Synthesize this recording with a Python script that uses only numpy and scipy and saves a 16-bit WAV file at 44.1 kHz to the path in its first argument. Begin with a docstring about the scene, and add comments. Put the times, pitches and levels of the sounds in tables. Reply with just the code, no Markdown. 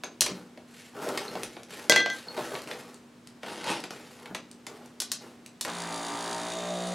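"""In a garage, hands work close by on a car door. Plastic parts snap with a crack and decaying chatter; shoes
and clothes scuff gritty concrete as jerky trains of tiny impacts; a steel rod bounces, rings and is dragged.
A switch panel scrapes as it is lifted on its wires and clicks, and the door booms at soft bumps.
A loose window motor starts and whirs from hum, gear churn and brush rasp; its resonance sinks as it swings.
Steady hiss and a mains hum lie behind."""
import sys
import numpy as np
from scipy import signal
from scipy.fft import irfft
from scipy.io import wavfile
from scipy.ndimage import uniform_filter1d, map_coordinates

SR = 44100
rng = np.random.default_rng(int(sys.argv[2]) if len(sys.argv) > 2 else 0)


def wav_out(sig):
    """Save sig, one row per channel (or a flat mono array), as 16-bit PCM at SR to the path in sys.argv[1]."""
    wavfile.write(sys.argv[1], SR, np.round(np.clip(np.atleast_2d(sig).T, -1, 1) * 32767).astype(np.int16))


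N = 306186
TIME = np.arange(N) / SR


def amp(db):
    """Decibels to gain."""
    return 10 ** (np.asarray(db) / 20)


def unit(x):
    """Scales to rms 1."""
    return x / np.sqrt(np.mean(x ** 2) + 1e-20)


def read(points, hz):
    """Reads a spectrum on a log-frequency axis."""
    f, value = np.transpose(points)
    return np.interp(np.log(hz + 1), np.log(f + 1), value)


def follow(curve):
    """Reads a control curve at every sample."""
    return np.interp(TIME, *np.transpose(curve))


def add(mix, s, sound):
    """Mixes a sound in at time s."""
    part = mix[max(round(s * SR), 0):][:len(sound)]
    part += sound[:len(part)]


def colour(x, points, peaks=()):
    """Causal minimum-phase filter: a spectrum with resonances (Hz, width Hz, dB) on top."""
    size = 2048
    hz = abs(np.fft.fftfreq(size, 1 / SR))
    db = read(points, hz)
    for f, width, rise in peaks:
        db = db + rise / (1 + (2 * (hz - f) / width) ** 2)
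    response = np.exp(np.conj(signal.hilbert(np.log(amp(db)))))
    return signal.oaconvolve(x, np.fft.ifft(response).real)[:len(x)]


def drift(rate):
    """Smooth chance of rms 1 that changes about rate times a second."""
    knots = rng.standard_normal(4096)
    line = np.interp(TIME * rate, np.arange(len(knots)), knots)
    return unit(uniform_filter1d(line, 200))


def grains(per_s, spread_db):
    """A random train of tiny impacts, a few of them large."""
    sign = rng.choice([-1, 1], N)
    size = amp(spread_db * np.minimum(rng.exponential(1, N), 4))
    return sign * size * (rng.random(N) < per_s / SR)


def wander(x, depth_db):
    """The point of contact moves, so each slip favours other resonances."""
    hz, _, z = signal.stft(x, SR, nperseg=512)
    patches = uniform_filter1d(rng.standard_normal(z.shape), size=5, axis=1)
    patches = unit(uniform_filter1d(patches, size=2, axis=0))
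    band = np.sqrt(hz / 2).astype(int)  # patches widen towards the treble
    return unit(signal.istft(z * amp(depth_db * patches[band]), SR, nperseg=512)[1][:N])


def stroke(start, rise, length, sag_db_per_s=23.5, release_s=0.06):
    """Envelope of one rub: attack, a sagging hold, release."""
    age = np.maximum(TIME - start, 0)
    hold = amp(-sag_db_per_s * np.minimum(age, length))
    return np.minimum(age / rise, 1) * hold * np.exp(-np.maximum(age - length, 0) / release_s)


def ring(modes, length):
    """Freely dying modes (Hz, dB, t60 s) of a struck body."""
    t = np.arange(int(length * SR)) / SR
    return sum(amp(db - 60 * t / t60) * np.sin(2 * np.pi * hz * t) for hz, db, t60 in modes)


def knock(spectrum, level_db, bass_db, treble_db, crack, snap_s=0.0051, thud_s=0.027):
    """A part lands with one crack and a few ms of chatter; its bass dies more slowly than its treble."""
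    t = np.arange(4096) / SR
    chatter = colour(rng.choice([-1., 1.], len(t)) + crack * (t == 0), spectrum)
    bass_hz, treble_hz, mid_db = 900, 4600, -12
    bands = [(bass_hz, "low", bass_db, thud_s),
             ([bass_hz, treble_hz], "band", mid_db, snap_s),
             (treble_hz, "high", treble_db, snap_s)]
    out = 0
    for edge, kind, db, life in bands:
        sos = signal.butter(3, edge, kind, fs=SR, output="sos")
        out = out + amp(db) * unit(signal.sosfilt(sos, chatter * np.exp(-t / life)))
    return amp(level_db) * out


# the garage's steady hiss: (frequency [Hz], level [dB])
AIR_SPECTRUM = [(25, -34), (120, -3), (260, 0), (600, -9.5), (8500, -27), (16000, -42)]
AIR_DB, MAINS_DB, MAINS_HZ = -55.5, -56.5, 240


def air():
    """Steady hiss, most alike in both channels in the bass, and a mains hum."""
    mid, side = (unit(colour(rng.standard_normal(N), AIR_SPECTRUM)) for _ in range(2))
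    side = colour(side, [(200, -18.5), (600, -9)])
    mains = amp(MAINS_DB) * unit(np.sin(2 * np.pi * MAINS_HZ * TIME))
    return amp(AIR_DB) * (mid + np.array([side, -side])) + mains


# how long the garage rings: (frequency [Hz], decay by 60 dB [s])
GARAGE_DECAY = [(200, 0.48), (700, 0.23), (5000, 0.27), (15000, 0.1)]


def garage(x, wet_db, build_s=0.0025):
    """Dense reflections build up and die band by band; the channels differ mostly in the treble."""
    t = np.arange(SR // 2) / SR
    taps = rng.standard_normal((2, len(t))) * (rng.random((2, len(t))) < .12)
    taps = taps * (1 - np.exp(-t / build_s))
    hz, s, z = signal.stft(taps, SR, nperseg=256)
    decay = amp(-60 * s / read(GARAGE_DECAY, hz)[:, None])
    tails = signal.istft(z * decay, SR, nperseg=256)[1]
    tails = tails / np.linalg.norm(tails[0])
    mid, side = amp(wet_db) * signal.fftconvolve(x[None], tails, axes=1)[:, :N]
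    side = colour(side, [(200, -33), (4500, -12.0)])
    return (x + mid + np.array([side, -side])) / np.sqrt(1 + amp(wet_db) ** 2)


# soft bumps against the door: (time [s], level [dB])
THUD_TIMES = [(0.311, -30), (4.306, -36.5)]
# modes of the hollow door: (frequency [Hz], level [dB], decay by 60 dB [s])
DOOR_MODES = [(185, 0.5, 0.2), (292, 6, 0.069)]


def bumps(soft_s=0.0025):
    """The hollow door's modes boom at each soft blow."""
    boom, out = ring(DOOR_MODES, .5), np.zeros(N)
    boom = boom * (1 - np.exp(-TIME[:len(boom)] / soft_s))
    for s, db in THUD_TIMES:
        add(out, s, amp(db) * boom / abs(boom).max())
    return out


# strokes of a sole, of cloth or of the dragged rod:
# (start [s], rise [s], length [s], rub level [dB], grit level [dB before grit_db])
SCUFF_STROKES = [(0.216, 0.043, 0.16, -42.5, -54), (0.659, 0.15, 0.2, -60, -51),
                 (0.928, 0.12, 0.45, -32, -44), (1.136, 0.019, 0.41, -43, -46),
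                 (1.674, 0.069, 0.17, -44, -45.5), (2.112, 0.04, 0.034, -42.5, -41.5),
                 (2.26, 0.014, 0.11, -42.5, -53), (2.363, 0.0051, 0.21, -36, -43.5),
                 (2.649, 0.024, 0.22, -41.5, -48.5), (3.457, 0.019, 0.041, -40, -58),
                 (3.894, 0.023, 0.33, -50.5, -52), (4.15, 0.13, 0.15, -43.5, -60),
                 (4.666, 0.017, 0.2, -49.5, -59.5), (5.202, 0.019, 0.053, -48.5, -56.5)]
# the dull rub: (frequency [Hz], level [dB])
RUB_SPECTRUM = [(50, -48.5), (130, -3.5), (450, 9), (850, 3), (1500, -2), (2600, -28.5), (9000, -28)]
# the cracking grit: (frequency [Hz], level [dB])
GRIT_SPECTRUM = [(500, -32), (1700, -1), (12000, -14), (16000, -44)]


def scuffs(grit_db=2):
    """Soles, cloth and steel slip in uneven jerks, bumping over the floor and cracking grit."""
    jerks = amp(2 * drift(rate=83))
    rub = wander(colour(grains(per_s=900, spread_db=2.5) * jerks, RUB_SPECTRUM), depth_db=3)
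    grit = wander(colour(grains(per_s=3500, spread_db=4) * jerks, GRIT_SPECTRUM), depth_db=2)
    weight, sand = 0, 0
    for start, rise, length, weight_db, sand_db in SCUFF_STROKES:
        shape = stroke(start, rise, length)
        weight = np.maximum(weight, shape * amp(weight_db))
        sand = np.maximum(sand, shape * amp(sand_db))
    return rub * weight + grit * sand * amp(grit_db)


# the switch panel is lifted on its wires: (start [s], rise [s], length [s], level [dB])
SCRAPE_STROKES = [(3.413, 0.088, 0.27, -37.5), (3.659, 0.041, 0.031, -28)]
# tone of the scraping: (frequency [Hz], level [dB])
SCRAPE_SPECTRUM = [(90, -26), (175, 7), (1000, 1.5), (4500, -6), (10500, -13), (16000, -41)]
# resonances of the plastic shell: (frequency [Hz], width [Hz], rise [dB])
SHELL_PEAKS = [(555, 30, 10), (900, 150, 7.5), (3060, 1300, 4.5)]


def scrapes():
    """The switch panel and its wires catch and slip as they are lifted; the plastic shell rings."""
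    slips = colour(grains(per_s=1300, spread_db=3), SCRAPE_SPECTRUM, SHELL_PEAKS)
    lifts = sum(amp(db) * stroke(start, rise, length) for start, rise, length, db in SCRAPE_STROKES)
    return wander(slips, depth_db=2.5) * lifts


# small metal parts touch: (time [s], level [dB], ring [Hz])
TINK_TIMES = [(0.043, -28, 6360), (1.281, -30, 4130), (1.435, -35, 9440), (2.283, -31, 4370),
              (2.553, -41, 4330)]


def tinks(t60=0.038, chatter_s=0.0024):
    """Small metal parts chatter for an instant and ring briefly."""
    t, out = np.arange(SR // 20) / SR, np.zeros(N)
    for s, db, hz in TINK_TIMES:
        contact = rng.standard_normal(len(t)) * np.exp(-t / chatter_s)
        tink = signal.fftconvolve(contact, ring([(hz, 0, t60)], .1))
        add(out, s, amp(db) * tink / abs(tink).max())
    return out


# thin dry cracks: the snap's second crack, then grit and wire ends: (time [s], level [dB])
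TICK_TIMES = [(0.2192, -9.5), (1.089, -22), (1.4334, -17.5), (1.633, -31.5), (2.619, -29.5), (2.944, -34),
              (3.273, -31), (3.803, -30), (4.514, -31), (4.86, -40), (5.462, -29)]
# tone of a crack: (frequency [Hz], level [dB])
TICK_SPECTRUM = [(700, -8), (4000, 1.5), (10000, -2), (16000, -22)]


def ticks(life_s=0.0017):
    """Brief dry cracks without body or ring."""
    t, out = np.arange(SR // 20) / SR, np.zeros(N)
    for s, db in TICK_TIMES:
        tick = colour(rng.choice([-1., 1.], len(t)) * np.exp(-t / life_s), TICK_SPECTRUM)
        add(out, s, amp(db) * tick / abs(tick).max())
    return out


# plastic parts and the switch: (time [s], level [dB before level_db],
# bass [dB re level], treble [dB re level, before dull_db])
PLASTIC_CLICKS = [(0.0362, -24.5, -14, -14.5), (0.2082, -26, -14.5, 12.5), (0.263, -20.5, -20.5, -8.5),
                  (0.575, -40.5, -5, -18), (1.175, -19.5, -20, -11), (1.354, -30, -2.5, -18),
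                  (1.567, -35, -7.5, -31), (1.7065, -36, -33, -9), (2.377, -28, -2.5, -24),
                  (2.552, -26.5, -12, -20), (2.674, -34, -10.5, -14), (2.713, -25, -24, -20.5),
                  (3.4324, -29.5, -9.5, -18.5), (3.642, -27.5, -14, -12), (3.735, -28.5, -15, -17),
                  (3.8394, -27, -15.5, -12), (3.9067, -29.5, -10.5, -10.5), (4.258, -33.5, -41, -18),
                  (4.348, -22.5, -18.5, -12.5), (4.667, -29.5, -16.5, -8), (5.002, -29.5, -23, 6),
                  (5.0194, -29, -22, -1), (5.1174, -26.5, -26.5, 4), (5.6107, -28.5, -23, 3.5),
                  (5.6497, -23, -13, -10.5)]
# tone of the plastic: (frequency [Hz], level [dB])
PLASTIC_SPECTRUM = [(50, -24), (170, 7), (500, 16), (1100, 12.5), (2100, 15), (7800, 1), (11500, -2.5),
                    (16000, -23)]


def plastic(level_db=-7, dull_db=-6, crack=6):
    """Snaps and knocks of connectors, loose parts and the switch, with the treble dulled."""
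    out = np.zeros(N)
    for s, click_db, bass_db, treble_db in PLASTIC_CLICKS:
        add(out, s, knock(PLASTIC_SPECTRUM, level_db + click_db, bass_db, treble_db + dull_db, crack))
    return out


# the rod hits the floor: (time [s], blow level [dB before level_db],
# bass [dB re blow], treble [dB re blow], ring of the upper modes [dB])
ROD_BOUNCES = [(1.8971, -10.5, -6, -5, -14), (1.9222, -4.5, -20, -31, -32), (1.9611, -7, -18.5, -20, -13.5),
               (2.0030, -20, -11.5, -22, -21), (2.0608, -16, -11.5, -27, -29.5),
               (2.101, -24.5, -31, -16, -29)]
# tone of steel on concrete: (frequency [Hz], level [dB])
STEEL_SPECTRUM = [(50, -34), (130, 1), (540, 19), (900, 9.5), (6500, 6), (16000, -15.5)]


def rod_blows(level_db=-11.0, crack=13.5):
    """The crack of steel on concrete at each bounce."""
    out = np.zeros(N)
    for s, blow_db, bass_db, treble_db, _ in ROD_BOUNCES:
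        blow = knock(STEEL_SPECTRUM, level_db + blow_db, bass_db, treble_db, crack, snap_s=0.0045, thud_s=.014)
        add(out, s, blow)
    return out


# the rod's upper bending modes: (frequency [Hz], level [dB re the bounce's ring])
ROD_MODES = [(2007, -1), (3288, -8.5), (3490, -17), (4190, -15), (6080, -19)]
ROD_LOW_HZ, ROD_LOW_DB = 1578, -20.5
ROD_LOW_T60, ROD_T60, ROD_RESTS_S = 1.2, .27, 2.135  # seconds


def rod_ring(settle_s=0.03):
    """The lowest mode sings on; each bounce renews or checks the upper ones, until the floor stills all."""
    s, *_, upper_db = np.transpose(ROD_BOUNCES)
    last = np.maximum(np.searchsorted(s, TIME) - 1, 0)  # latest bounce
    upper = amp(upper_db[last] - 60 * abs(TIME - s[last]) / ROD_T60)
    upper = uniform_filter1d(upper, size=60)
    low = amp(ROD_LOW_DB - 60 * abs(TIME - s[0]) / ROD_LOW_T60)
    out = low * np.sin(2 * np.pi * ROD_LOW_HZ * TIME)
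    for k, (hz, db) in enumerate(ROD_MODES, 1):
        jostle = k / len(ROD_MODES)  # rattling on the floor disturbs the higher modes most
        level = upper * amp(db + 4 * jostle * drift(rate=110))
        out = out + level * np.sin(2 * np.pi * hz * TIME + 2 * jostle * drift(rate=110))
    stilled = np.exp(-np.maximum(TIME - ROD_RESTS_S, 0) / settle_s)
    return out * (TIME > s[0]) * stilled


MOTOR_ON_S, FADE_IN_S = 5.682, 0.014


def fading(life_s):
    """One until the motor is on, then dying away."""
    return np.exp(-np.maximum(TIME - MOTOR_ON_S, 0) / life_s)


# the motor's speed: (time [s], speed [turns/s])
MOTOR_SPEED = [(5.8, 58.3), (5.868, 56.9), (6.092, 56.2), (6.218, 57.4), (6.434, 57.9), (6.716, 60.1)]


def shaft(wobble=0.002034):
    """Turns made by the armature, with a slight unsteadiness."""
    return np.cumsum(follow(MOTOR_SPEED) * (1 + wobble * drift(rate=40))) / SR


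# multiples of the shaft speed from the fourth up, before the swing: (level [dB before trim_db])
HUM_BEFORE = [-91, -43.5, -52, -47, -69, -63, -50.5, -46.5, -55, -52, -45.5, -49, -42.5, -50]
# the same multiples after the swing: (level [dB before trim_db])
HUM_AFTER = [-59, -49, -48, -44.5, -49, -45, -42.5, -39.5, -45, -43.5, -55, -66, -50, -59]
# the motor's low throb: (time [s], level [dB])
THROB_LEVEL = [(5.8, -37), (6.05, -51), (6.508, -49.5), (6.738, -39.5)]
RESONANCE_HZ, SINK_HZ = 870, 282  # the housing's resonance at rest, and how far the swing lowers it


def hum(turns, swing, settle_s=0.18, rise_db=4, width_hz=200, trim_db=-2):
    """Cogging throbs three times a turn; higher multiples swell as the housing's resonance passes them."""
    speed, centre, out = follow(MOTOR_SPEED), RESONANCE_HZ - SINK_HZ * swing, 0
    for order, (before_db, after_db) in enumerate(zip(HUM_BEFORE, HUM_AFTER), 4):
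        resonance_db = rise_db / (1 + (2 * (order * speed - centre) / width_hz) ** 2)
        db = before_db + (after_db - before_db) * swing + resonance_db
        backlash = .4 * drift(rate=35)
        level = amp(db + trim_db + 2.8 * drift(rate=14))
        out = out + level * np.cos(2 * np.pi * (order * turns + rng.random()) + backlash)
    throb = unit(np.sin(2 * np.pi * 3 * turns) * amp(drift(rate=10)))
    return (1 - fading(settle_s)) * (out + amp(follow(THROB_LEVEL)) * throb)


def rubbing(turns, repeat, burst, release_turns):
    """One rough surface passes every turn, catching at one angle and easing off; the rest is fresh chance."""
    surface = irfft(np.exp(2j * np.pi * rng.random(361)))
    angle = turns % 1
    same = map_coordinates(surface - surface.mean(), [angle * len(surface)], order=3, mode="grid-wrap")
    press = 1 + burst * amp(2.2 * drift(rate=40)) * np.exp(-angle / release_turns)
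    return press * (np.sqrt(repeat) * unit(same) + np.sqrt(1 - repeat) * rng.standard_normal(N))


# tone of the gears: (frequency [Hz], level [dB])
GEAR_SPECTRUM = [(60, -74), (200, -0.5), (850, 5), (1700, -0.5), (2700, -8), (6000, -31)]
# resonance of the gearbox: (frequency [Hz], width [Hz], rise [dB])
GEARBOX_PEAK = [(1190, 19, 10.5)]
# tone of the brushes: (frequency [Hz], level [dB])
BRUSH_SPECTRUM = [(1000, -7), (3000, 3), (9000, -3), (11800, -17.5), (16000, -33)]
# the housing's resonances and hollows:
# (frequency [Hz], width [Hz], rise before the swing [dB], rise after it [dB])
HOUSING_PEAKS = [(2550, 450, -8, -1), (3690, 240, 5, 11), (4730, 280, 8, 6), (5170, 450, -6, -7),
                 (6680, 420, 5, 8), (7450, 300, 2, 4), (9850, 750, 9, 4)]
LURCH_DB, LURCH_S = 11, 0.06  # the gears take up their play
DIP_DB, DIP_S = -5, 0.21  # brushes start quieter and recover; the same dip softens the gears' initial lurch
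SEGMENTS = 10  # of the commutator


def whirr(turns, swing, gears_db=-39.5, gears_away_db=-4, brushes_db=-40, brushes_away_db=0.5):
    """The worm gear churns; brushes buzz on the commutator and ring the housing, coloured by the swing."""
    churn = rubbing(turns + .2, repeat=.65, burst=1.6, release_turns=.4)
    gears = wander(colour(churn, GEAR_SPECTRUM, GEARBOX_PEAK), depth_db=1)
    commutator = 1 + .4 * np.cos(2 * np.pi * SEGMENTS * turns)
    rasp = commutator * rubbing(turns - .2, repeat=.6, burst=4 - 2 * swing, release_turns=.22)
    hz, width, *levels = np.transpose(HOUSING_PEAKS)
    before, after = (unit(colour(rasp, BRUSH_SPECTRUM, list(zip(hz, width, db)))) for db in levels)
    # the buzz's colour follows the swing and wavers at random
    blend = np.clip(swing + .25 * drift(rate=9), 0, 1)
    brushes = before + (after - before) * blend
    dip_db = DIP_DB * fading(DIP_S)
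    gears_level = amp(gears_db + LURCH_DB * fading(LURCH_S) + dip_db + gears_away_db * swing ** 2)
    brushes_level = amp(brushes_db + dip_db + brushes_away_db * swing ** 2)
    return gears * gears_level + brushes * brushes_level


# how far the loose motor has swung round: (time [s], share of the whole swing [0-1])
MOTOR_SWING = [(5.95, 0), (6.44, 0.3), (6.58, 0.85), (6.8, 1)]


def motor():
    """The window motor comes in quickly and runs on; only its whirr excites the garage."""
    turns, swing = shaft(), follow(MOTOR_SWING)
    on = np.clip(1 + (TIME - MOTOR_ON_S) / FADE_IN_S, 0, 1)  # full level at MOTOR_ON_S
    return garage(on * whirr(turns, swing), wet_db=-9) + on * hum(turns, swing)


def scene():
    """All sources in the garage; the handling is a little to the left."""
    soft = bumps() + scuffs() + scrapes() + tinks()
    sharp = ticks() + plastic() + rod_blows()
    handling = garage(soft, wet_db=-5.5) + garage(sharp, wet_db=-5.0) + rod_ring()
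    return air() + handling * amp([[.25], [-.25]]) + motor()


EDGE_HZ = 16200


def record(dry):
    """Limits the band with a steep low-pass."""
    lowpass = signal.firwin(255, EDGE_HZ, window=("kaiser", 9), fs=SR)
    return signal.oaconvolve(dry, lowpass[None], "same")


dry = scene()
out = record(dry)
wav_out(out)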